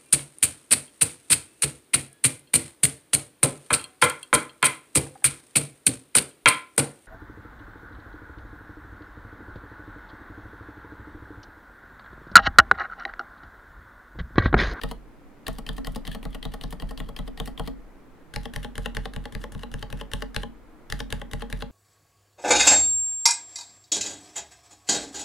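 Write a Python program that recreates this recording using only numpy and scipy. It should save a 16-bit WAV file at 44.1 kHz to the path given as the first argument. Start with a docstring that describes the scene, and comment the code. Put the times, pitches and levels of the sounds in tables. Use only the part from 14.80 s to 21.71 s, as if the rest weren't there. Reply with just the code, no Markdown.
"""In a quiet humming room, one finger taps a wide key of a mechanical keyboard about five times a second,
then moves to another wide key. Each stroke is a fingertip touch, a hard bottom-out and a spring-back clack,
with rubbing and loose rattles while the key is held. Contacts are shaped noise ringing cap and stem resonances;
blows ring decaying modes of the hollow case and of the desk, which shakes the phone standing on it."""
import sys
import numpy as np
from scipy import signal
from scipy.fft import rfft, irfft
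from scipy.io import wavfile

SR = 44100
rng = np.random.default_rng(int(sys.argv[2]) if len(sys.argv) > 2 else 0)


def pcm_store(signal):
    """Save signal as 16-bit PCM."""
    levels = np.round(np.clip(np.atleast_2d(signal), -1, 1) * 32767)
    wavfile.write(sys.argv[1], SR, levels.astype(np.int16).T)


def volts_from_decibels(level):
    """Turn decibel levels (scalar or array-like) into linear amplitude factors."""
    exponent = np.asarray(level, float) / 20
    return 10 ** exponent


N = 304731
SECOND_KEY_S = 3.2  # strokes after this time fall on the second key


def key_of(s):
    """Source position: 0 for strokes on the first key, 1 for the second."""
    return (np.asarray(s) > SECOND_KEY_S).astype(int)


def fade(t, t60):
    """Exponential decay: the level falls by 60 dB in t60 seconds."""
    return np.exp(-np.log(1000) * t / t60)


def resonate(x, peaks):
    """Resonance: two-pole bands (frequency [Hz], width [Hz], level [dB]) summed with alternating sign."""
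    f = np.fft.rfftfreq(x.shape[-1], 1 / SR) + 1e-3
    response = 0
    for k, (hz, width, db) in enumerate(peaks):
        response = response + (-1) ** k * volts_from_decibels(db) / (1 + 1j * (f * f - hz * hz) / (f * width))
    return irfft(rfft(x) * response, x.shape[-1])


def add(out, x, s):
    """Superposition: mix x into out from time s."""
    i = int(s * SR)
    x = x[..., max(-i, 0):N - i]
    out[..., max(i, 0):max(i, 0) + x.shape[-1]] += x


# background spectrum in mid: (frequency [Hz], relative density [dB per Hz])
HUM_SPECTRUM = [(25, 16.5), (45, 4.5), (92, 0), (150, 2.5), (250, 5.5), (290, 10), (373, 0.5), (463, 2.5),
                (600, -3), (1200, -6), (2100, -12.5), (2750, -20), (5500, -29), (16000, -32.5)]
# spread of the background: (frequency [Hz], side minus mid [dB])
HUM_SIDE = [(60, -2.5), (200, -7), (1300, -6.5), (4400, -3), (15000, 2.5)]


def hum():
    """Stationary noise: the room's steady background and the microphone's hiss, as filtered white noise."""
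    log_f = np.log(np.fft.rfftfreq(N, 1 / SR) + 1)
    mid_hz, mid_db = np.transpose(HUM_SPECTRUM)
    side_hz, side_db = np.transpose(HUM_SIDE)
    mid_db = np.interp(log_f, np.log(mid_hz), mid_db)
    side_db = mid_db + np.interp(log_f, np.log(side_hz), side_db)
    noise = irfft(rfft(rng.standard_normal((2, N))) * volts_from_decibels([mid_db, side_db]), N)
    return noise * volts_from_decibels(-51) / noise[0].std()  # rms of mid


def grit(shape, rough_db):
    """Asperity contact: noise whose size jumps every half millisecond, as from many tiny contacts."""
    size = np.repeat(rng.standard_normal(shape[-1] // 24 + 1), 24)[:shape[-1]]
    return rng.standard_normal(shape) * volts_from_decibels(rough_db * size)


# cap resonances, one list per key:
# (frequency [Hz], width [Hz], level on a press [dB], level on other contacts [dB])
CAPS = [
    [(1868, 124, 0.5, 5), (3082, 363, 3.5, 8.5), (3240, 710, 1.5, 5), (4470, 840, -9, -3.5)],
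    [(1708, 406, 1.5, 11), (2046, 1230, -6, -1), (2804, 384, -5, 7.5), (3720, 904, -13, 3.5),
     (4630, 820, -13, -1)],
]
# stem resonances, the treble: (frequency [Hz], width [Hz], level on first key [dB], on second key [dB])
STEM = [(5870, 3200, -13, -3), (8120, 930, -5.5, 0.5), (9470, 1250, -5.5, 0.5), (13530, 3600, -5.5, -13),
        (14900, 8400, -11.5, -27)]


def contact(s, push, column, peak_db, treble_db, rough_db=1.0):
    """Forced resonance: noise shaped by push rings the cap and stem of the key in use; mid and side."""
    key = int(key_of(s))
    noise = grit((4, len(push)), rough_db) * push
    # the finger damps and detunes the cap differently each time
    detune, colour_db = 1 + 0.042 * rng.standard_normal(5), 1.1 * rng.standard_normal(5)
    cap_peaks = [(c[0] * d, c[1], c[column] + e) for c, d, e in zip(CAPS[key], detune, colour_db)]
    cap = resonate(noise[:2], cap_peaks)
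    stem = resonate(noise[2:], [(c[0], c[1], c[2 + key]) for c in STEM])
    cap = cap / np.abs(cap[0]).max()
    stem = volts_from_decibels(treble_db) * stem / np.abs(stem[0]).max()
    # the key sits nearer the left port; the treble reaches the ports less alike
    mid = cap[0] + stem[0]
    unlike_treble = signal.lfilter([1, -.7], 1, stem[1])
    side = 0.24 * cap[0] + 0.21 * cap[1] + .07 * stem[0] + 0.48 * unlike_treble
    return volts_from_decibels(peak_db) * np.array([mid, side])


def follow(events, column, law):
    """Proportionality: a level follows one column of the events by a straight law, offset by key."""
    rows = np.array(events, float)
    usual_db = -30  # the cause at which the law's offsets hold
    return np.where(key_of(rows[:, 0]) == 1, law[1], law[0]) + law[2] * (rows[:, column] - usual_db)


def bright(events, column, law):
    """Spectral tilt with force: rows (time [s], cap peak [dB], treble [dB]), the treble by law and chance."""
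    treble_db = follow(events, column, law) + 1.5 * rng.standard_normal(len(events))
    return np.c_[np.array(events)[:, :2], treble_db]


def clicks(events, column, rise_s, crack_s, abrupt, tail_db, tail_s, swell_db, swell_s):
    """Impact: a crack, its length set by key, with a rattling tail; a faint noise swells just before it."""
    out, lead_s = np.zeros((2, N)), .024
    t = np.arange(8192) / SR - lead_s
    after = np.maximum(t, 0)
    for s, peak_db, treble_db in events:
        crack = np.exp(-(after / crack_s[int(key_of(s))]) ** abrupt)
        tail = volts_from_decibels(tail_db) * fade(after, tail_s)
        swell = volts_from_decibels(swell_db) * (t < 0) * (1 + t / lead_s) * np.exp(np.minimum(t, 0) / swell_s)
        push = (1 - np.exp(-after / rise_s)) * (crack + tail) + swell
        add(out, contact(s, push, column, peak_db, treble_db), s - lead_s)
    return out


# fingertip lands on the cap: (time [s], click level [dB])
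TOUCH = [(0.0139, -30), (0.6664, -22), (0.8644, -29), (1.046, -29), (1.2507, -32.5), (1.428, -35),
         (1.6269, -29), (1.811, -29), (1.9983, -30.5), (2.1749, -28), (2.3635, -29.5), (2.574, -33),
         (2.776, -28.5), (3.538, -29.5), (3.736, -29), (3.9538, -30.5), (4.148, -30), (4.3357, -31),
         (4.5226, -37), (4.7201, -36.5), (4.915, -38), (5.1014, -37.5), (5.3151, -32), (5.5449, -30.5),
         (6.0998, -29), (6.303, -34), (6.5126, -33.5), (6.7, -33.5)]
# treble over click, from click level: (first key [dB], second key [dB], slope [dB per dB])
TOUCH_TREBLE = (-11, -6.5, -0.1)


def touch():
    """Soft impact: the fingertip lands on the cap."""
    return clicks(bright(TOUCH, 1, TOUCH_TREBLE), column=3, rise_s=0.0002, crack_s=(.0035, .004),
                  abrupt=2.6, tail_db=-15.5, tail_s=0.18, swell_db=-16, swell_s=0.0022)


def travel():
    """Sliding friction: from touch to bottom-out the stem hisses, bright and grainy, in its housing."""
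    out, t = np.zeros((2, N)), np.arange(4096) / SR
    for (start, click_db), (end, *_) in zip(TOUCH, PRESS):
        push = np.minimum(t / 0.0052, 1) * (t < end - start)
        hiss = contact(start, push, column=3, peak_db=0.57 * click_db - 28, treble_db=-1.0, rough_db=4.0)
        add(out, hiss, start)
    return out


def body(modes, angles, times, gains_db, length_s, rise_s, side_lag_s, scatter_db, detune):
    """Modal superposition: modes swell and decay after each blow, weighted and tuned a little anew."""
    out, t = np.zeros((2, N)), np.arange(int(length_s * SR)) / SR
    chance = rng.standard_normal((len(times), 2, len(modes)))
    decay = fade(t, modes[:, 1:]) * (1 - np.exp(-t / rise_s))
    for s, db, (loud, sharp) in zip(times, gains_db, chance):
        hz = modes[:, 0] * (1 + detune * sharp)
        rings = decay * np.sin(2 * np.pi * hz[:, None] * t)
        gain = volts_from_decibels(db + scatter_db * loud)
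        add(out[0], gain * np.cos(angles) @ rings, s)
        add(out[1], gain * np.sin(angles) @ rings, s + side_lag_s)
    return out


# desk top modes: (frequency [Hz], t60 [s], level from first key [dB], from second key [dB],
# added on release [dB])
DESK = [(25.96, 1, -5, -31, -9.5), (42.24, 0.61, 0.5, 5, -20.5), (61.7, 0.26, -9, -24, -12),
        (82.8, 0.27, -9, -2, -18.5), (104, 0.51, -20.5, -6.5, -41), (114.2, 0.055, -8.5, 4, -8.5),
        (141, 0.25, -0.5, 3.5, -17), (178, 0.086, -1.5, -2.5, -6), (195.5, 0.2, -4.5, -2, -13.5),
        (214, 0.043, -2.5, -9, 4), (232.7, 0.34, -11, -6, -2.5), (258.2, 0.34, -5.5, -5, -3)]
# how far each desk mode rocks the phone sideways instead of up and down: (angle [degrees]);
# past 180 it moves against the blow
ROCK = [195, -13, -50, 32, 50, 15, 232, 20, 194, 20, 52, 78]
# desk blow, from click level: (first key [dB], second key [dB], slope [dB per dB])
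TOUCH_DESK = (-44, -45.5, 0.29)
# desk blow, from case blow: (first key [dB], second key [dB], slope [dB per dB])
PRESS_DESK = (-30, -32.5, 0.25)


def desk():
    """Action and reaction: touch and press drive the desk down; the rebound pulls it up, rebalanced in pitch."""
    modes, press, release = (np.array(a, float) for a in (DESK, PRESS, RELEASE))
    by_key = modes[:, 2:4].T[key_of(press[:, 0])]
    angles, lag_s = np.radians(ROCK), .001
    touch_db = follow(TOUCH, 1, TOUCH_DESK)[:, None] + by_key
    press_db = follow(PRESS, 2, PRESS_DESK)[:, None] + by_key
    release_db = follow(RELEASE, 1, RELEASE_CASE)[:, None] + 5 + by_key + modes[:, 4]
    down = body(modes[:, :2], angles, np.array(TOUCH)[:, 0], touch_db, length_s=0.3, rise_s=0.0028,
                side_lag_s=lag_s, scatter_db=3.0, detune=0.03)
    down += body(modes[:, :2], angles, press[:, 0] + 0.00434, press_db, length_s=0.93, rise_s=0.00089,
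                 side_lag_s=lag_s, scatter_db=1, detune=0.023)
    up = body(modes[:, :2], angles, release[:, 0] + 0.0035, release_db, length_s=0.28, rise_s=0.0054,
              side_lag_s=lag_s, scatter_db=3.54, detune=0.018)
    return up - down


# hollow case modes: (frequency [Hz], t60 [s], level from first key [dB], from second key [dB])
CASE = [(360, 0.0092, -8, -4), (452, 0.16, -14, -7.5), (464, 0.054, -1, 1.5), (521, 0.036, -5.5, 4),
        (574, 0.11, -10, -3.5), (660.3, 0.1, -8.5, -13), (764.4, 0.025, 5, -0.5), (828.7, 0.066, -6, 1),
        (926, 0.019, 4, -10), (1029, 0.019, 1, 3.5), (1078, 0.041, -3.5, -0.5), (1272, 0.088, -14, -24),
        (1402, 0.03, -7.5, -43.5)]
# case blow, from click level: (first key [dB], second key [dB], slope [dB per dB])
TOUCH_CASE = (-42, -47.5, 0.34)
RELEASE_CASE = (-30.5, -37.5, 0.66)


def case():
    """Free vibration: touch, press and release ring the hollow case; its low modes spread wider."""
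    modes, press, release, touches = (np.array(a, float) for a in (CASE, PRESS, RELEASE, TOUCH))
    times = np.r_[press[:, 0], release[:, 0], touches[:, 0]]
    blow_db = np.r_[press[:, 2], follow(RELEASE, 1, RELEASE_CASE), follow(TOUCH, 1, TOUCH_CASE)]
    gains_db = blow_db[:, None] + modes[:, 2:].T[key_of(times)]
    angles = np.clip(0.59 * (440 / modes[:, 0]) ** 2.9, 0, 1)  # radians from mid towards side
    return body(modes[:, :2], angles, times + 0.0011, gains_db, length_s=0.1, rise_s=0.0024,
                side_lag_s=0, scatter_db=2.0, detune=0.02)


def room(dry, t60, wet_db):
    """Diffuse reverberation: a short tail of decaying noise, unrelated in mid and side, weak in bass."""
    t = np.arange(int(.4 * SR)) / SR
    tail = rng.standard_normal((2, len(t))) * fade(t, t60) * (t > .004)
    tail = resonate(tail, [(1570, 8600, 0)])
    tail = tail / np.sqrt(np.sum(tail ** 2, axis=1, keepdims=True))
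    wet = signal.fftconvolve(dry[:1], tail, axes=1)[:, :N]
    return volts_from_decibels(wet_db) * np.array([[1], [.6]]) * wet


# key bottoms out: (time [s], click level [dB], case blow [dB])
PRESS = [(0.0349, -22.5, -24.5), (0.6807, -21.5, -25.5), (0.8896, -22, -32.5), (1.07, -25.5, -28.5),
         (1.276, -25.5, -33.5), (1.4521, -30, -31), (1.652, -26, -30), (1.837, -29, -33.5),
         (2.0219, -31.5, -32), (2.2011, -27.5, -31.5), (2.389, -27.5, -32), (2.5997, -23, -28.5),
         (2.7957, -27.5, -24.5), (3.5604, -18.5, -35), (3.7608, -20, -34.5), (3.9793, -23, -34),
         (4.168, -18, -31), (4.362, -25.5, -36), (4.55, -25.5, -38), (4.749, -32, -41.5),
         (4.9398, -25.5, -39), (5.1262, -26.5, -36.5), (5.3344, -17, -32), (5.5628, -15.5, -32),
         (6.1229, -17, -35), (6.3249, -16.5, -31), (6.5332, -20, -32.5), (6.7264, -19, -36.5)]
# treble over click, from case blow: (first key [dB], second key [dB], slope [dB per dB])
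PRESS_TREBLE = (-7.5, -7, 0.25)


def bottom_out():
    """Hard impact: the key strikes the bottom of its travel."""
    return clicks(bright(PRESS, 2, PRESS_TREBLE), column=2, rise_s=0.00029, crack_s=(.002, .0013),
                  abrupt=1.1, tail_db=-33.5, tail_s=0.22, swell_db=-33.5, swell_s=0.024)


def scrape():
    """Friction noise: while the key is held and rises, finger, spring and stem rub more and more."""
    out, t = np.zeros((2, N)), np.arange(8192) / SR
    for (start, *_), (end, click_db) in zip(PRESS, RELEASE):
        held = np.clip(t / (end - start), 0, 1)
        push = volts_from_decibels(-12 * (1 - held)) * np.minimum(held / 1.4, 1) * (held < 1)
        push = push * volts_from_decibels(2.8 * np.repeat(rng.standard_normal(32), 256))  # it comes in fits of a few ms
        rub = contact(start, push, column=3, peak_db=.5 * click_db - 30.0, treble_db=-3, rough_db=7.0)
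        add(out, rub, start)
    return out


# loose cap and wire tick within a stroke, mostly shortly before the key springs back:
# (time [s], click level [dB], treble over click [dB])
RATTLE = [(0.0883, -43, -3), (0.728, -56, 12), (0.9296, -52, 8), (0.966, -42.5, 1), (1.1198, -57, 13),
          (1.1479, -37, -3), (1.2685, -29.5, -10), (1.314, -31, -9), (1.3263, -37, -8), (1.5049, -59, 7),
          (1.5285, -39, -15), (1.7184, -43, -7), (1.906, -40, 4), (2.09, -41, -6), (2.6568, -37.5, 2.5),
          (2.8622, -43, -4), (3.6315, -46, 1), (3.8293, -34, -7), (4.6145, -40, -19), (4.792, -40.5, -9),
          (4.985, -43, -20), (5.1725, -43, -9), (5.1979, -36, -15), (6.1917, -37, -1), (6.595, -42, -5),
          (6.6067, -37, -20), (6.7716, -49, -24), (6.8064, -32, -27)]


def rattle():
    """Secondary impacts: loose cap and wire tick within strokes, mostly shortly before the spring-back."""
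    return clicks(RATTLE, column=3, rise_s=0.00046, crack_s=(.003, .003), abrupt=1.5,
                  tail_db=-10.5, tail_s=.15, swell_db=-18, swell_s=0.0043)


# key springs back against its top stop: (time [s], click level [dB])
RELEASE = [(0.112, -29.5), (0.784, -34.5), (0.9799, -34), (1.1587, -29.5), (1.3475, -31), (1.5462, -32.5),
           (1.7375, -32), (1.925, -33), (2.1085, -36), (2.2882, -37.5), (2.4763, -36.5), (2.6746, -31.5),
           (2.8741, -29.5), (3.655, -25.5), (3.8456, -25.5), (4.0585, -19), (4.2549, -24), (4.4545, -27.5),
           (4.6388, -24.5), (4.833, -26.5), (5.026, -24.5), (5.2113, -25.5), (5.4216, -22), (5.6326, -23),
           (6.2023, -22.5), (6.4157, -26.5), (6.6208, -24.5), (6.8221, -22.5)]
# treble over click, from click level: (first key [dB], second key [dB], slope [dB per dB])
RELEASE_TREBLE = (-4.5, -14.5, 0.092)


def spring_back():
    """Elastic recoil: the spring throws the key against its top stop."""
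    return clicks(bright(RELEASE, 1, RELEASE_TREBLE), column=3, rise_s=0.00014, crack_s=(.005, .003),
                  abrupt=1.24, tail_db=-32.5, tail_s=0.16, swell_db=-26, swell_s=0.05)


def scene():
    """Superposition: all parts summed in mid and side, then turned to left and right."""
    keys = touch() + travel() + case() + bottom_out() + scrape() + rattle() + spring_back()
    mid, side = hum() + keys + room(keys, t60=0.22, wet_db=-16.5) + desk()
    return np.array([mid + side, mid - side])


def roll_off(x):
    """The treble ends steeply here."""
    return signal.sosfilt(signal.butter(12, 16800, fs=SR, output="sos"), x)


def record(dry):
    """Low-pass response: the microphone rolls off the top."""
    soft = signal.sosfilt(signal.butter(4, 15500, fs=SR, output="sos"), dry)
    return roll_off(soft)


dry = scene()
out = record(dry)
pcm_store(out)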